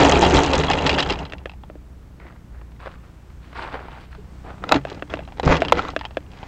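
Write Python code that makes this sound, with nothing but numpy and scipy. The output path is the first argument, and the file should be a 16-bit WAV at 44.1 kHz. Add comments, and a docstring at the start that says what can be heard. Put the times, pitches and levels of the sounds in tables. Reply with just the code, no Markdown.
"""A foam model glider slides to rest on a gritty hillside, heard from close under its wing.
First the belly scrapes, jolts and crunches over stones and sand (random hits through filters), while a
rough propeller whirr falls and fades. The mount then ticks and the foam skin crackles as it all settles.
Boots press and scuff the dirt (noise and tiny stone rings), then a hand knocks and rubs the foam.
A wavering low drone (sine waves), low air noise and a soft hiss lie underneath throughout."""
import sys
import numpy as np
from scipy.fft import rfft, irfft, next_fast_len
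from scipy.io import wavfile
from scipy.ndimage import map_coordinates

SR = 44100
rng = np.random.default_rng(int(sys.argv[2]) if len(sys.argv) > 2 else 0)


def pcm_store(signal):
    """Save signal as 16-bit PCM."""
    levels = np.round(np.clip(np.atleast_2d(signal), -1, 1) * 32767)
    wavfile.write(sys.argv[1], SR, levels.astype(np.int16).T)


N = 285327


def amp(db):
    """Turn decibels into a gain."""
    return 10 ** (np.asarray(db) / 20)


def unit(x):
    """Scale x to an average (rms) strength of 1."""
    return x / np.sqrt(np.mean(x ** 2) + 1e-20)


def curves(rows, **ends):
    """Draw straight lines between the rows: one value per sample for each column after the time."""
    s, *cols = np.transpose(rows)
    return [np.interp(np.arange(N) / SR, s, c, **ends) for c in cols]


def wobble(rate):
    """A smooth random curve through rate random points a second."""
    points = rng.standard_normal(int(N * rate / SR) + 4)
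    return map_coordinates(points, [np.arange(N) * rate / SR])


def add(track, s, sound):
    """Mix a sound into a track at time s."""
    part = track[max(round(s * SR), 0):][:len(sound)]
    part += sound[:len(part)]


def fade(t, t60):
    """Dying away: 60 dB weaker after t60 seconds."""
    return np.exp(-np.log(1000) * t / t60)


def coloured(x, spectrum, modes=(), tilt=0):
    """Filter x with a broad colour, resonances on top, and a tilt in dB per octave."""
    size = 2 * next_fast_len(len(x) // 2 + SR // 32, real=True)
    hz = np.fft.rfftfreq(size, 1 / SR) + 1
    f, level = np.transpose(spectrum)
    db = np.interp(np.log(hz), np.log(f), level)
    db = db + tilt * np.log2(np.clip(hz, 200, 6500) / 1000)
    for centre, width, lift in modes:
        db = db + lift / (1 + (2 * (hz - centre) / width) ** 2)
    # folding the cepstrum makes the filter ring only after each hit, never before it
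    cepstrum = irfft(np.log(amp(db)))
    cepstrum[1:size // 2] *= 2
    cepstrum[size // 2 + 1:] = 0
    return irfft(rfft(x, size) * np.exp(rfft(cepstrum)))[:len(x)]


def grains(rate, spread_db):
    """Tiny random contacts of uneven size, about rate a second, at rms 1."""
    size = amp(spread_db * np.clip(rng.standard_normal(N), -2, 2))
    hits = rng.random(N) < rate / SR
    return unit(hits * size * np.sign(rng.standard_normal(N)))


def pebbles(start, end, rate, t60, spread_db):
    """Stones strike at random moments, each with a brief ring at its own pitch; rms 1."""
    when, pitch, size = rng.random((round(rate * (end - start)), 3)).T[:, :, None]
    t = np.arange(SR // 160) / SR
    rings = amp(spread_db * size ** 2) * np.sin(2 * np.pi * pitch * SR / 4 * t) * fade(t, t60)
    at = ((start + when * (end - start)) * SR).astype(int) + np.arange(len(t))
    return unit(np.bincount(at.ravel(), rings.ravel(), N)[:N])


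def scatter(start, end, level_db, rate, spread_db, tilt, tilt_spread):
    """Small contacts at uneven moments, rate a second, sized by a level curve: rows (s, dB, tilt)."""
    chance = rng.random((200, 3))  # at most 200 contacts
    times = start + (np.arange(len(chance)) + chance[:, 0]) / rate
    rows = []
    for s, (_, size, colour) in zip(times, chance):
        if s < min(end, (N - 1) / SR):
            db = level_db[int(s * SR)] + spread_db * (2 * size - 1)
            rows.append((s, db, tilt + tilt_spread * (2 * colour - 1)))
    return rows


SPOT_WIDTH_HZ, SPOT_LIFT_DB = 275, 8.5  # the resonance of the spot that a contact meets


def blows(rows, spectrum, modes, t60, chatter):
    """Each contact is a push and a dying chatter; it rings the body and one spot (random if unnamed)."""
    track, t = np.zeros(N), np.arange(SR // 12) / SR
    for s, db, tilt, *note in rows:
        force = chatter * rng.standard_normal(len(t)) * fade(t, t60)
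        force[0] = 1
        spot_hz = note[0] if note else 2900 * np.exp(.25 * rng.standard_normal())
        ring = coloured(force, spectrum, [*modes, (spot_hz, SPOT_WIDTH_HZ, SPOT_LIFT_DB)], tilt)
        add(track, s, amp(db) * ring / np.abs(ring).max())
    return track


def friction(contacts, s, size, grit):
    """The force of a stroke from time s: a smooth swish mixed with a share of separate contacts."""
    rough, share = unit(contacts[round(s * SR):][:size]), np.clip(grit, 0, 1)
    return np.sqrt(share) * rough + np.sqrt(1 - share) * rng.standard_normal(len(rough))


# how hard the belly drags, until it stops: time_s, level_db
DRAG = [(0, -13.5), (.18, -19), (.34, -15.5), (.42, -19.5), (.8, -23.5), (1.0, -23.5), (1.21, -35.5),
        (1.31, -45.5), (1.44, -52)]
DRAG_REF_DB = -20  # the drag level that counts as an effort of 0 dB


def drag_level():
    """The belly's drag in dB at every sample, silent once it has stopped."""
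    return curves(DRAG, right=-140)[0]


# resonances of the body and of its shell: pitch_hz, width_hz, lift_db
AIRFRAME = [(74.6, 16, 16), (146.9, 19, 9), (181.2, 11, 11.5), (277.4, 42, 10), (890, 48, 3.5),
            (1387, 84, 3), (2020, 54, 10), (2480, 220, 5.5)]
SHELL = [(874, 90, 4), (1300, 140, 3), (1800, 120, 3), (2790, 260, 5), (3290, 260, 7), (4000, 300, 4),
         (4690, 200, 4), (5100, 250, 5)]
# colours of the low shudder, the scrape and the crunching gravel: pitch_hz, level_db
RUMBLE = [(15, -31), (30, 2), (45, -1), (75, -6.5), (112, -6.5), (160, -4.5), (215, -10), (320, -30),
          (600, -81.5)]
SCRAPE = [(120, -64.5), (220, -7), (280, -4.5), (380, 1), (600, -2), (900, -2.5), (1200, -9.5), (1800, -14),
          (4000, -39), (9000, -97)]
CRUNCH = [(300, -20), (800, 0.5), (1500, -5), (2500, 2), (3400, -4.5), (4000, -4.5), (5000, -13.5),
          (5500, -12.5), (7200, -12), (8300, -22), (10000, -64), (16000, -91.5)]
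RUMBLE_DB, RUMBLE_GROWS = -23.5, 0.68  # level at zero effort, and dB gained per dB of effort
CRUNCH_DB, CRUNCH_GROWS = -36.5, 1.33  # the same for the gravel
BUMPS_DB, BUMPS_HZ = 1.94, 28.2  # how far the belly rocks, and random points a second


def slide():
    """The belly drags over grit: the wings shudder, the shell roars and gravel crunches."""
    drag_db = drag_level()
    effort_db = drag_db - DRAG_REF_DB
    clumps = np.tanh(wobble(110.34))  # the ground comes in lumps
    bumps_db = BUMPS_DB * np.tanh(1.8 * wobble(BUMPS_HZ))

    shudder = unit(coloured(grains(900, spread_db=3.0), RUMBLE, AIRFRAME))
    rumble = amp(RUMBLE_DB + RUMBLE_GROWS * effort_db + bumps_db) * shudder

    grit = grains(1600, spread_db=2) * amp(2 * clumps)
    scrape = amp(drag_db - 1.0 + bumps_db) * unit(coloured(grit, SCRAPE, AIRFRAME))

    gravel = pebbles(0, DRAG[-1][0], rate=2400, t60=0.005, spread_db=11) * amp(3 * clumps)
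    crunch = unit(coloured(gravel, CRUNCH, SHELL))
    crunch = amp(CRUNCH_DB + CRUNCH_GROWS * effort_db + bumps_db) * crunch
    return rumble + scrape + crunch


# the belly jolts over humps and the hull booms briefly: start_s, level_db, pitch_hz
JOLTS = [(.008, -14.5, 660), (0.109, -14, 810), (.21, -12, 846), (.313, -13.5, 304), (.372, -18.5, 860),
         (.412, -18.5, 427), (0.471, -28, 453), (.519, -16, 515), (0.554, -25, 900), (.58, -19.5, 396),
         (.68, -16.5, 760), (0.727, -19.5, 480), (.765, -34, 520), (.82, -25, 466), (.846, -21.5, 910),
         (.877, -23, 700), (0.912, -23, 350), (.942, -23, 547), (.98, -23.5, 600), (1.049, -39, 417),
         (1.09, -21.5, 435), (1.19, -31.5, 730)]
JOLT_S, JOLT_WIDTH_HZ, JOLT_LIFT_DB = 0.041, 330, 12.5


def jolts():
    """Each hump presses the belly harder for a moment and brings out one region of the hull's ring."""
    track, press = np.zeros(N), np.hanning(round(JOLT_S * SR))
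    for s, db, hz in JOLTS:
        noise = rng.standard_normal(len(press))
        force = np.pad(press * noise, (0, SR // 20))  # room for the ring to die away
        boom = coloured(force, SCRAPE, [*AIRFRAME, (hz, JOLT_WIDTH_HZ, JOLT_LIFT_DB)])
        add(track, s, amp(db) * boom * np.linalg.norm(press) / np.linalg.norm(boom))
    return track


# larger stones under the belly, relative levels: start_s, level_db, tilt_db_per_octave
STONES = [(.011, -11, -3), (.029, -23.5, 4), (.044, -10.5, -10), (.096, -6, -4.5), (.1202, -2.5, -1.5),
          (.156, -6.5, -1), (.171, -15, 4), (.2205, -10.5, 11), (.2285, -12.5, 2), (.2344, -6.5, 1),
          (.249, -4, 1), (.263, -11, 5), (.308, -12, 2), (.326, -25, 8), (.339, -17, 7), (.359, -12, 13.5),
          (.368, -6.5, 3.5), (.434, -13, 3), (.448, -13, 4), (.462, -17, 6), (.5335, -6, 3),
          (.546, -10.5, -2), (.552, -12, 10), (.582, -16, 5), (.599, -14, 9), (.610, -15, -3),
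          (.636, -10, -0.5), (.665, -32, 4), (.683, -8, -8), (.7002, -7, -3.5), (.7124, -6, 0.5),
          (.7338, -7, 0), (.752, -16, -5), (.787, -12, -0.5), (.822, -22, 11), (.864, -6.5, 2),
          (.872, -10.5, 5), (.8935, -5, 0.5), (.903, -12.5, 2), (.9132, -8, -0.5), (.929, -12.5, -0.5),
          (.941, -15, 1), (.948, -13, 0), (.979, -10, -2.5), (.985, -4, 0), (.993, -7, 1.5),
          (1.002, -4.5, 0), (1.009, -16, -2), (1.026, -9.5, 2), (1.047, -33, -3), (1.061, -17, -4),
          (1.0895, -17, 3), (1.098, -10, 1), (1.104, -9.5, 0), (1.115, -18, 0), (1.123, -12, -0.5),
          (1.1352, -15, -1), (1.157, -20.5, -2.5), (1.1893, -21, 4), (1.205, -26, -7), (1.218, -28, -12),
          (1.232, -33, -6), (1.2522, -24, 0), (1.265, -30, -3), (1.298, -29.5, 0)]
# colour of a hard little contact: pitch_hz, level_db
STONE = [(300, -17), (800, 7), (1500, 0.5), (2600, 2), (3400, -2), (4000, -4), (5100, -8.5), (5800, -14),
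         (7200, -18), (8300, -25.5), (10000, -66.5), (16000, -89.5)]


def stones():
    """Larger stones hit the shell one by one, each a push with a long chatter."""
    return amp(-2.5) * blows(STONES, STONE, SHELL, t60=0.036, chatter=0.49)


# the loudest sand pings off the shell, relative levels: start_s, level_db
PINGS = [(0.023, -26), (.034, -18), (.049, -19), (.061, -25), (.0705, -25), (.087, -23), (.095, -11),
         (.1148, -14.5), (.123, -19), (.193, -18), (.212, -18), (.29, -23), (0.299, -22), (.323, -23),
         (0.343, -13), (.35, -25), (0.39, -19.5), (.411, -30), (0.435, -15.5), (.443, -26), (.463, -20.5),
         (.58, -17), (0.591, -20), (.701, -19)]
# colour of a sand ping: pitch_hz, level_db
GRIT = [(2000, -45), (4800, -16), (6200, -2.5), (7000, -5), (8300, -20), (10000, -55), (16000, -88)]
SAND_DB = -34.5  # middle of the small grains' relative levels at zero effort


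def sand():
    """Sand grains ping off the shell in very short, high clicks; the small ones follow the drag."""
    level_db = SAND_DB + 1.2 * (drag_level() - DRAG_REF_DB)
    small = scatter(0, DRAG[-1][0], level_db, rate=22, spread_db=6.5, tilt=0.83, tilt_spread=4.8)
    loud = [(s, db, 0) for s, db in PINGS]
    return amp(2.0) * blows(loud + small, GRIT, (), t60=0.0017, chatter=0.041)


WHIRR_START_HZ, WHIRR_HALF_S = 737.4, .21  # first pitch, and the time to half of it
WHIRR_DB, WHIRR_HOLD_S, WHIRR_RELEASE_DB_PER_S = -22.5, 0.26, 123
WHIRR_ROUGHNESS = 120  # random points a second that blur the note


def whirr():
    """Air drag slows the propeller, fast at first; its rough note sinks into the scraping."""
    t = np.arange(N) / SR
    phase = 2 * np.pi * np.cumsum(WHIRR_START_HZ / (1 + t / WHIRR_HALF_S)) / SR
    note = wobble(WHIRR_ROUGHNESS) * np.cos(phase) + wobble(WHIRR_ROUGHNESS) * np.sin(phase)
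    level_db = WHIRR_DB - WHIRR_RELEASE_DB_PER_S * np.maximum(t - WHIRR_HOLD_S, 0)
    return amp(level_db) * unit(note)


# knocks on the wing, relative levels: start_s, level_db, tilt_db_per_octave, struck_spot_hz
KNOCKS = [(4.6395, -13, -1, 1280), (4.692, -13, 3, 880), (4.7125, -21, -4.5, 1300), (4.715, -5, -3, 1340),
          (4.7212, 2, 2.5, 2640), (4.7235, -0.5, -2, 780), (5.3978, -10, 1.5, 1820),
          (5.477, -7.5, -2.5, 980), (5.501, -11, -6, 1000), (5.526, -12, 2.5, 1970), (5.7226, 5.5, 0, 1026),
          (5.7258, -0.5, 1.5, 716), (5.793, -7.5, 1, 1390), (5.822, -26, 7, 1300), (5.8513, -18.5, 0, 1150),
          (5.885, -22, 6, 1120), (5.890, -18.5, -3, 1120)]
# colour of a knock: pitch_hz, level_db
KNOCK = [(80, -11.5), (250, -3.5), (500, 3.5), (900, 4.5), (1300, 3.5), (1750, -3), (2600, -8),
         (4000, -10.5), (5200, -22), (7500, -26.5), (9000, -43), (14000, -55)]
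# resonances of the wing: pitch_hz, width_hz, lift_db
WING = [(274, 50, 5), (492, 90, 6), (760, 140, 5), (1340, 150, 5), (2050, 200, 4), (2570, 300, 5),
        (3400, 250, 3), (3930, 350, 7), (5000, 400, 4)]


def knocks():
    """Dry knocks ring the wing and the spot that is struck."""
    return amp(0.5) * blows(KNOCKS, KNOCK, WING, t60=0.018, chatter=0.2)


# soft blows that flex the fuselage: start_s, level_db (before the soft start), pitch_hz, t60_s
THUMPS = [(0.019, -9.5, 76, 0.15), (0.477, -17.5, 74, 0.24), (0.576, -17.5, 73, 0.18),
          (0.586, -12.5, 151, 0.16), (0.935, -22, 73.4, 0.19), (1.235, -29.5, 147, 0.12),
          (4.182, -33, 418, 0.084), (4.724, -17, 201, .04), (4.724, -13, 490, 0.033),
          (4.751, -5, 282, 0.082), (4.754, -23, 136, 0.38), (5.465, -6, 62.4, 0.082),
          (5.467, -2, 160.5, 0.06), (5.475, -15, 136, 0.18), (5.499, -1, 56.7, 0.048),
          (5.526, -15, 160, 0.21), (5.723, -9, 346, .04), (5.732, -14.5, 485, 0.11)]


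def thumps():
    """A soft blow bends the fuselage, which swings back and forth as a dying sine."""
    track, t = np.zeros(N), np.arange(SR // 4) / SR
    soft_start = 1 - np.exp(-t / 0.003)
    for s, db, hz, t60 in THUMPS:
        swing = np.sin(2 * np.pi * hz * t) * fade(t, t60)
        add(track, s, amp(db) * swing * soft_start)
    return track


# fingers rubbing the foam, relative levels:
# start_s, length_s, level_db, tilt_db_per_octave, strongest_note_hz, grit (0 smooth to 1 gritty)
RUBS = [(4.618, 0.049, -35.5, -3, 750, 0.56), (4.657, 0.18, -35, -0.5, 800, 0.8),
        (4.725, 0.068, -20.5, -.5, 756, 0.7), (4.865, 0.15, -37, 0, 497, 0.97),
        (5.096, 0.078, -35, 0.5, 1990, 0.5), (5.142, 0.13, -42, -1, 550, 0.4),
        (5.364, 0.089, -41, -1, 800, 0.9), (5.429, .09, -21.5, -1.5, 400, 0.77),
        (5.472, 0.079, -19.5, 1, 503, 0.9), (5.512, 0.081, -18, 1, 1040, 0.72),
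        (5.561, 0.21, -29.5, -2, 504, .4), (5.733, .06, -27.5, -1, 450, 0),
        (5.77, .045, -22.5, 0.5, 1100, 0.6), (5.8, .15, -33, 1, 1350, 0.3),
        (6.302, 0.98, -46, 2.5, 815, 0.2)]
# colour of rubbed foam: pitch_hz, level_db
RUB = [(25, -16), (70, 4.5), (110, -0.5), (220, 2.5), (480, 7.5), (680, 2.5), (1000, 0), (1600, -3),
       (2600, -12), (4000, -17.5), (7200, -28.5), (9000, -67), (15000, -69.5)]
RUB_WIDTH_HZ, RUB_LIFT_DB = 500, 2.5  # the strongest region of a rub


def fingers():
    """Skin sticks and slips on foam; each stroke grips fast and eases off, with small crackles under it."""
    track, grip = np.zeros(N), np.zeros(N)
    slips = grains(1400, spread_db=2.5) * amp(4 * np.tanh(wobble(140)))
    for s, length, db, tilt, hz, grit in RUBS:
        force = friction(slips, s, round(length * SR), grit)
        stroke = unit(coloured(force, RUB, [*AIRFRAME, (hz, RUB_WIDTH_HZ, RUB_LIFT_DB)], tilt))
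        progress = np.arange(len(stroke)) / (length * SR)
        pressure = amp(db + 1.5) * np.sin(np.pi * np.sqrt(progress))
        add(track, s, pressure * stroke)
        add(grip, s, pressure)
    grip_db = 20 * np.log10(np.abs(grip) + amp(-52))  # the floor keeps faint crackles between strokes
    small_crackles = scatter(RUBS[0][0], N / SR, 0.7 * grip_db - 7.5,
                             rate=30, spread_db=2.5, tilt=-.9, tilt_spread=3.3)
    return track + blows(small_crackles, STONE, SHELL, t60=0.016, chatter=0.15)


# the louder crackles of the foam skin, relative levels: start_s, level_db, tilt_db_per_octave
CRACKLES = [(1.383, -29.5, 0.5), (1.472, -30, -8), (1.496, -22.5, -2.5), (1.517, -31.5, -2.5),
            (1.536, -34.5, -5), (1.636, -28.5, -9), (4.7428, -4.5, -3.5), (4.760, -11, -1),
            (4.776, -22, -3), (4.871, -25, -8), (4.882, -36, -10), (4.9005, -21, 5), (4.947, -30, 8),
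            (4.973, -24, -18), (4.995, -29, -6), (5.172, -19, -7), (5.205, -26, -7.5), (5.223, -24.5, -17),
            (5.2766, -26, -7), (5.287, -28.5, -7.5), (5.3225, -26.5, -7), (5.383, -36, 1),
            (5.4315, -19.5, 1), (5.444, -24, 3), (5.452, -19.5, 14), (5.459, -18.5, 17), (5.507, -15, -12),
            (5.543, -16, -2), (5.552, -25, 4), (5.558, -31, 3), (5.568, -10, 1.5), (5.605, -21, 8),
            (5.613, -22, 1), (5.632, -20, -3), (5.650, -11.5, -1), (5.684, -12, -0.5), (5.698, -16, -3),
            (5.754, -16, -3), (5.784, -10.5, -3), (5.903, -23, 8), (5.918, -38, 5), (5.936, -20, -15),
            (5.992, -20, -1), (6.0115, -15.5, -5.5), (6.034, -27, -6), (6.043, -24, -7), (6.0523, -12, -4),
            (6.060, -31, -11), (6.1087, -26, -6), (6.317, -36, 4), (6.430, -19.5, -10)]


def crackles():
    """The foam skin crackles: sharp pushes with a faint chatter, ringing the shell."""
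    return amp(-2) * blows(CRACKLES, STONE, SHELL, t60=0.039, chatter=0.093)


# slips of the mount, relative levels: start_s, level_db, tilt_db_per_octave, hollow_note_lift_db
TICKS = [(1.323, -21, 4.5, 2), (1.3352, -18.5, 2.5, 7), (1.4576, -18.5, 0.5, 3.5), (1.6998, -29, -3, 12),
         (1.7549, -33, -4.5, 14), (4.8516, -17, 1.5, 12), (5.024, -15.5, -0.5, 7.5), (5.1388, -11.5, 2, 12),
         (5.1912, -24.5, 1.5, 13), (5.6203, -6, 2, 12), (5.964, -8.5, 2, 9), (6.1708, -12, 1, 9.5)]
# colour of a tick: pitch_hz, level_db
TICK = [(100, -48), (230, -3.5), (330, 3.5), (650, 5), (830, -12), (1200, -3), (1900, -4), (2800, -15),
        (3600, -17), (4300, -25), (6500, -34.5), (8300, -41), (10500, -62), (16000, -96)]
# the mount's resonances before each slip shifts them: pitch_hz, width_hz, lift_db
MOUNT = [(330, 110, 3), (520, 120, 3), (1620, 200, 4), (2510, 340, 4), (3300, 500, 4)]
# its longest resonance, which stays put: pitch_hz, width_hz, lift_db
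MOUNT_RING = (295, 19, 8.5)
MOUNT_SPOT_HZ = 2720  # the note of the spot where the mount slips
HOLLOW_HZ, HOLLOW_WIDTH_HZ = 717, 250  # the hollow note, also shifted by each slip
SLIP_DETUNE = 0.015  # typical shift, as a share of the pitch


def mount():
    """Every slip catches the mount in a new position, so each dry tick rings a little differently."""
    track = np.zeros(N)
    for s, db, tilt, hollow_db in TICKS:
        modes = [MOUNT_RING]
        for hz, width, lift in [*MOUNT, (HOLLOW_HZ, HOLLOW_WIDTH_HZ, hollow_db)]:
            modes.append((hz * (1 + SLIP_DETUNE * rng.standard_normal()), width, lift))
        track += blows([(s, db, tilt, MOUNT_SPOT_HZ)], TICK, modes, t60=0.031, chatter=0.069)
    return amp(2) * track


# soles pressing or scuffing the dirt, levels before the press and release:
# start_s, length_s, level_db, tilt_db_per_octave, strongest_note_hz, grit (0 smooth to 1 gritty)
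STEPS = [(2.194, 0.088, -48.5, -1, 1990, 0.54), (2.315, .015, -59, -4.5, 1800, .7),
         (2.528, 0.026, -50, -4, 1700, .7), (2.791, 0.057, -44, 2, 1150, 0.4),
         (2.856, 0.014, -43, -1.5, 1140, 0.7), (2.898, 0.027, -59, 6, 1200, 0.6),
         (3.026, 0.037, -54.5, 2, 1300, 0.5), (3.412, 0.26, -54.5, 5, 1000, 0.4),
         (3.545, 0.056, -34, 1, 960, 0.22), (3.609, 0.017, -33.5, 0, 900, 0.4),
         (3.656, .022, -42.5, -0.5, 1000, 0.4), (3.716, 0.028, -31.5, -1.5, 800, 0.34),
         (3.789, 0.13, -47.5, 1, 900, 0.24), (3.904, 0.062, -44, 1.5, 885, 0.56),
         (3.98, 0.046, -55, 7.5, 1000, .6), (4.104, 0.016, -52, 5, 1400, 0.6),
         (4.439, .065, -39, -2.5, 750, 0.2)]
# heels landing and stones popping, relative levels: start_s, level_db, tilt_db_per_octave, note_hz
GRAVEL = [(2.2, -29, -1, 2100), (2.253, -31, -5, 400), (2.267, -33, -1, 2300), (2.324, -38, 0, 2000),
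          (2.3597, -36, -1, 1890), (2.6141, -33, -2.5, 1780), (2.718, -42, 3, 2200), (2.763, -43, 5, 2500),
          (2.8017, -29, 1.5, 1300), (2.860, -19, 0, 1140), (2.869, -22.5, -3, 544), (2.875, -29, 1, 1190),
          (2.915, -31, 1.5, 1150), (3.302, -39, 2, 1300), (3.529, -29.5, 0, 1200), (3.620, -25, 4, 900),
          (3.661, -28, -9, 1100), (3.742, -17, -0.5, 950), (3.754, -17, -3, 1100), (3.854, -29, -7, 1300),
          (3.883, -25, -3, 900), (3.928, -35, 0.5, 1400), (4.038, -39, 2, 1300), (4.129, -31.5, 1, 1410),
          (4.1497, -29, 2.5, 950), (4.244, -37.5, -1.5, 1300), (4.504, -25.5, -1, 1300),
          (4.581, -32, -1, 1300)]
# colour of trodden dirt: pitch_hz, level_db
DIRT = [(100, -12.5), (200, -6), (420, -2), (650, -2.5), (1100, -4), (1500, -3.5), (2500, -11), (4700, -24),
        (6100, -37.5), (8800, -39), (11000, -68), (16000, -81)]
STEP_ATTACK_S, STEP_RELEASE_DB_PER_S = 0.0097, 159
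STEP_WIDTH_HZ, STEP_LIFT_DB = 340, 6  # the strongest region of a scuff


def boots():
    """Each sole takes the weight quickly, grinds the fine dirt and lets go; stones pop under it."""
    track, t = np.zeros(N), np.arange(SR // 2) / SR
    crumbs = pebbles(2, 5, rate=2600, t60=.004, spread_db=12) * amp(1.6 * wobble(110))
    for s, length, db, tilt, hz, grit in STEPS:
        release_db = STEP_RELEASE_DB_PER_S * np.maximum(t - length, 0)
        weight = amp(db - release_db) * (1 - np.exp(-t / STEP_ATTACK_S))
        force = friction(crumbs, s, len(t), grit)
        scuff = coloured(force, DIRT, [(hz, STEP_WIDTH_HZ, STEP_LIFT_DB)], tilt)
        add(track, s, weight * unit(scuff))
    return track + amp(-3.0) * blows(GRAVEL, DIRT, (), t60=0.029, chatter=0.77)


# the drone's slow drift, before a slight random waver: time_s, pitch_hz, overtone_level_db
DRONE = [(1.5, 63, 0), (2.1, 60, -1), (2.7, 58.2, 0), (3.3, 58.5, 0), (3.8, 61.5, 0), (4.15, 62, 4),
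         (4.5, 63, 4), (5.2, 62, 2), (6.47, 63, 1)]
# its partials: multiple of the pitch, level_db (relative)
DRONE_ORDERS = [(1, 0.5), (1.5, -12), (2, -8.5), (2.5, -13), (3, -12)]
DRONE_DB = -42  # the level that the partials are relative to


def drone():
    """A wavering drone, like a far engine: sine partials that drift in pitch and level."""
    pitch_hz, overtones_db = curves(DRONE)
    phase = 2 * np.pi * np.cumsum(pitch_hz * (1 + .004 * wobble(9))) / SR
    track = np.zeros(N)
    for multiple, db in DRONE_ORDERS:
        level_db = DRONE_DB + db + 1.5 * wobble(5.0)
        if multiple > 1:
            level_db = level_db + overtones_db
        track += amp(level_db) * np.sin(multiple * phase)
    return track


# level of the low air noise: time_s, level_db
LOW_AIR_LEVEL = [(1.5, -44), (3.3, -44.5), (4.9, -42.5), (5.3, -41.5), (5.7, -37), (6.1, -42.5)]
# its colour: pitch_hz, level_db
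LOW_AIR = [(12, -5), (26, -5.5), (38, 5.5), (52, 4.5), (80, 3), (110, -7), (180, -7), (300, -11),
           (500, -20), (1200, -44.5), (4000, -93)]


def low_air():
    """Low air noise: random noise with its weight in the bass."""
    return amp(curves(LOW_AIR_LEVEL)[0]) * unit(coloured(rng.standard_normal(N), LOW_AIR))


# level of the soft hiss, uneven and stronger from about 4.3 s: time_s, level_db
HISS_LEVEL = [(1.5, -59.5), (2.7, -58.5), (3.4, -57), (4.1, -59), (4.35, -53.5), (5.1, -54), (6.2, -55.5)]
# its colour: pitch_hz, level_db
HISS = [(150, -16), (300, -9.5), (500, -0.5), (1000, -1.5), (2000, -8.5), (4000, -16.5), (8500, -22),
        (10000, -42), (16000, -80)]
FINE_HISS_DB = -70.5


def hiss():
    """A soft coloured hiss over a steady, very faint white one."""
    soft = amp(curves(HISS_LEVEL)[0]) * unit(coloured(rng.standard_normal(N), HISS))
    return soft + amp(FINE_HISS_DB) * rng.standard_normal(N)


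# how much left and right differ at each pitch: pitch_hz, side_level_db
WIDTH = [(500, -80), (1000, -60.5), (2000, -50), (4000, -37.5), (8000, -15.5), (16000, -15.5)]


def scene():
    """Nearly mono: mostly the treble flickers a little between left and right."""
    mid = slide() + jolts() + stones() + sand() + whirr()
    mid += knocks() + thumps() + fingers() + crackles() + mount() + boots()
    mid += drone() + low_air() + hiss()
    side = coloured(mid * wobble(300), WIDTH)
    return np.array([mid + side, mid - side])


TOP_HZ = 15800  # nothing is kept from this pitch up


def record(dry):
    """Peaks beyond full scale are cut flat, then the highest treble is removed."""
    clipped = np.clip(dry, -1, 1)
    size = next_fast_len(N + SR // 2)
    keep = np.fft.rfftfreq(size, 1 / SR) < TOP_HZ
    return irfft(rfft(clipped, size) * keep, size)[:, :N]


dry = scene()
out = record(dry)
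pcm_store(out)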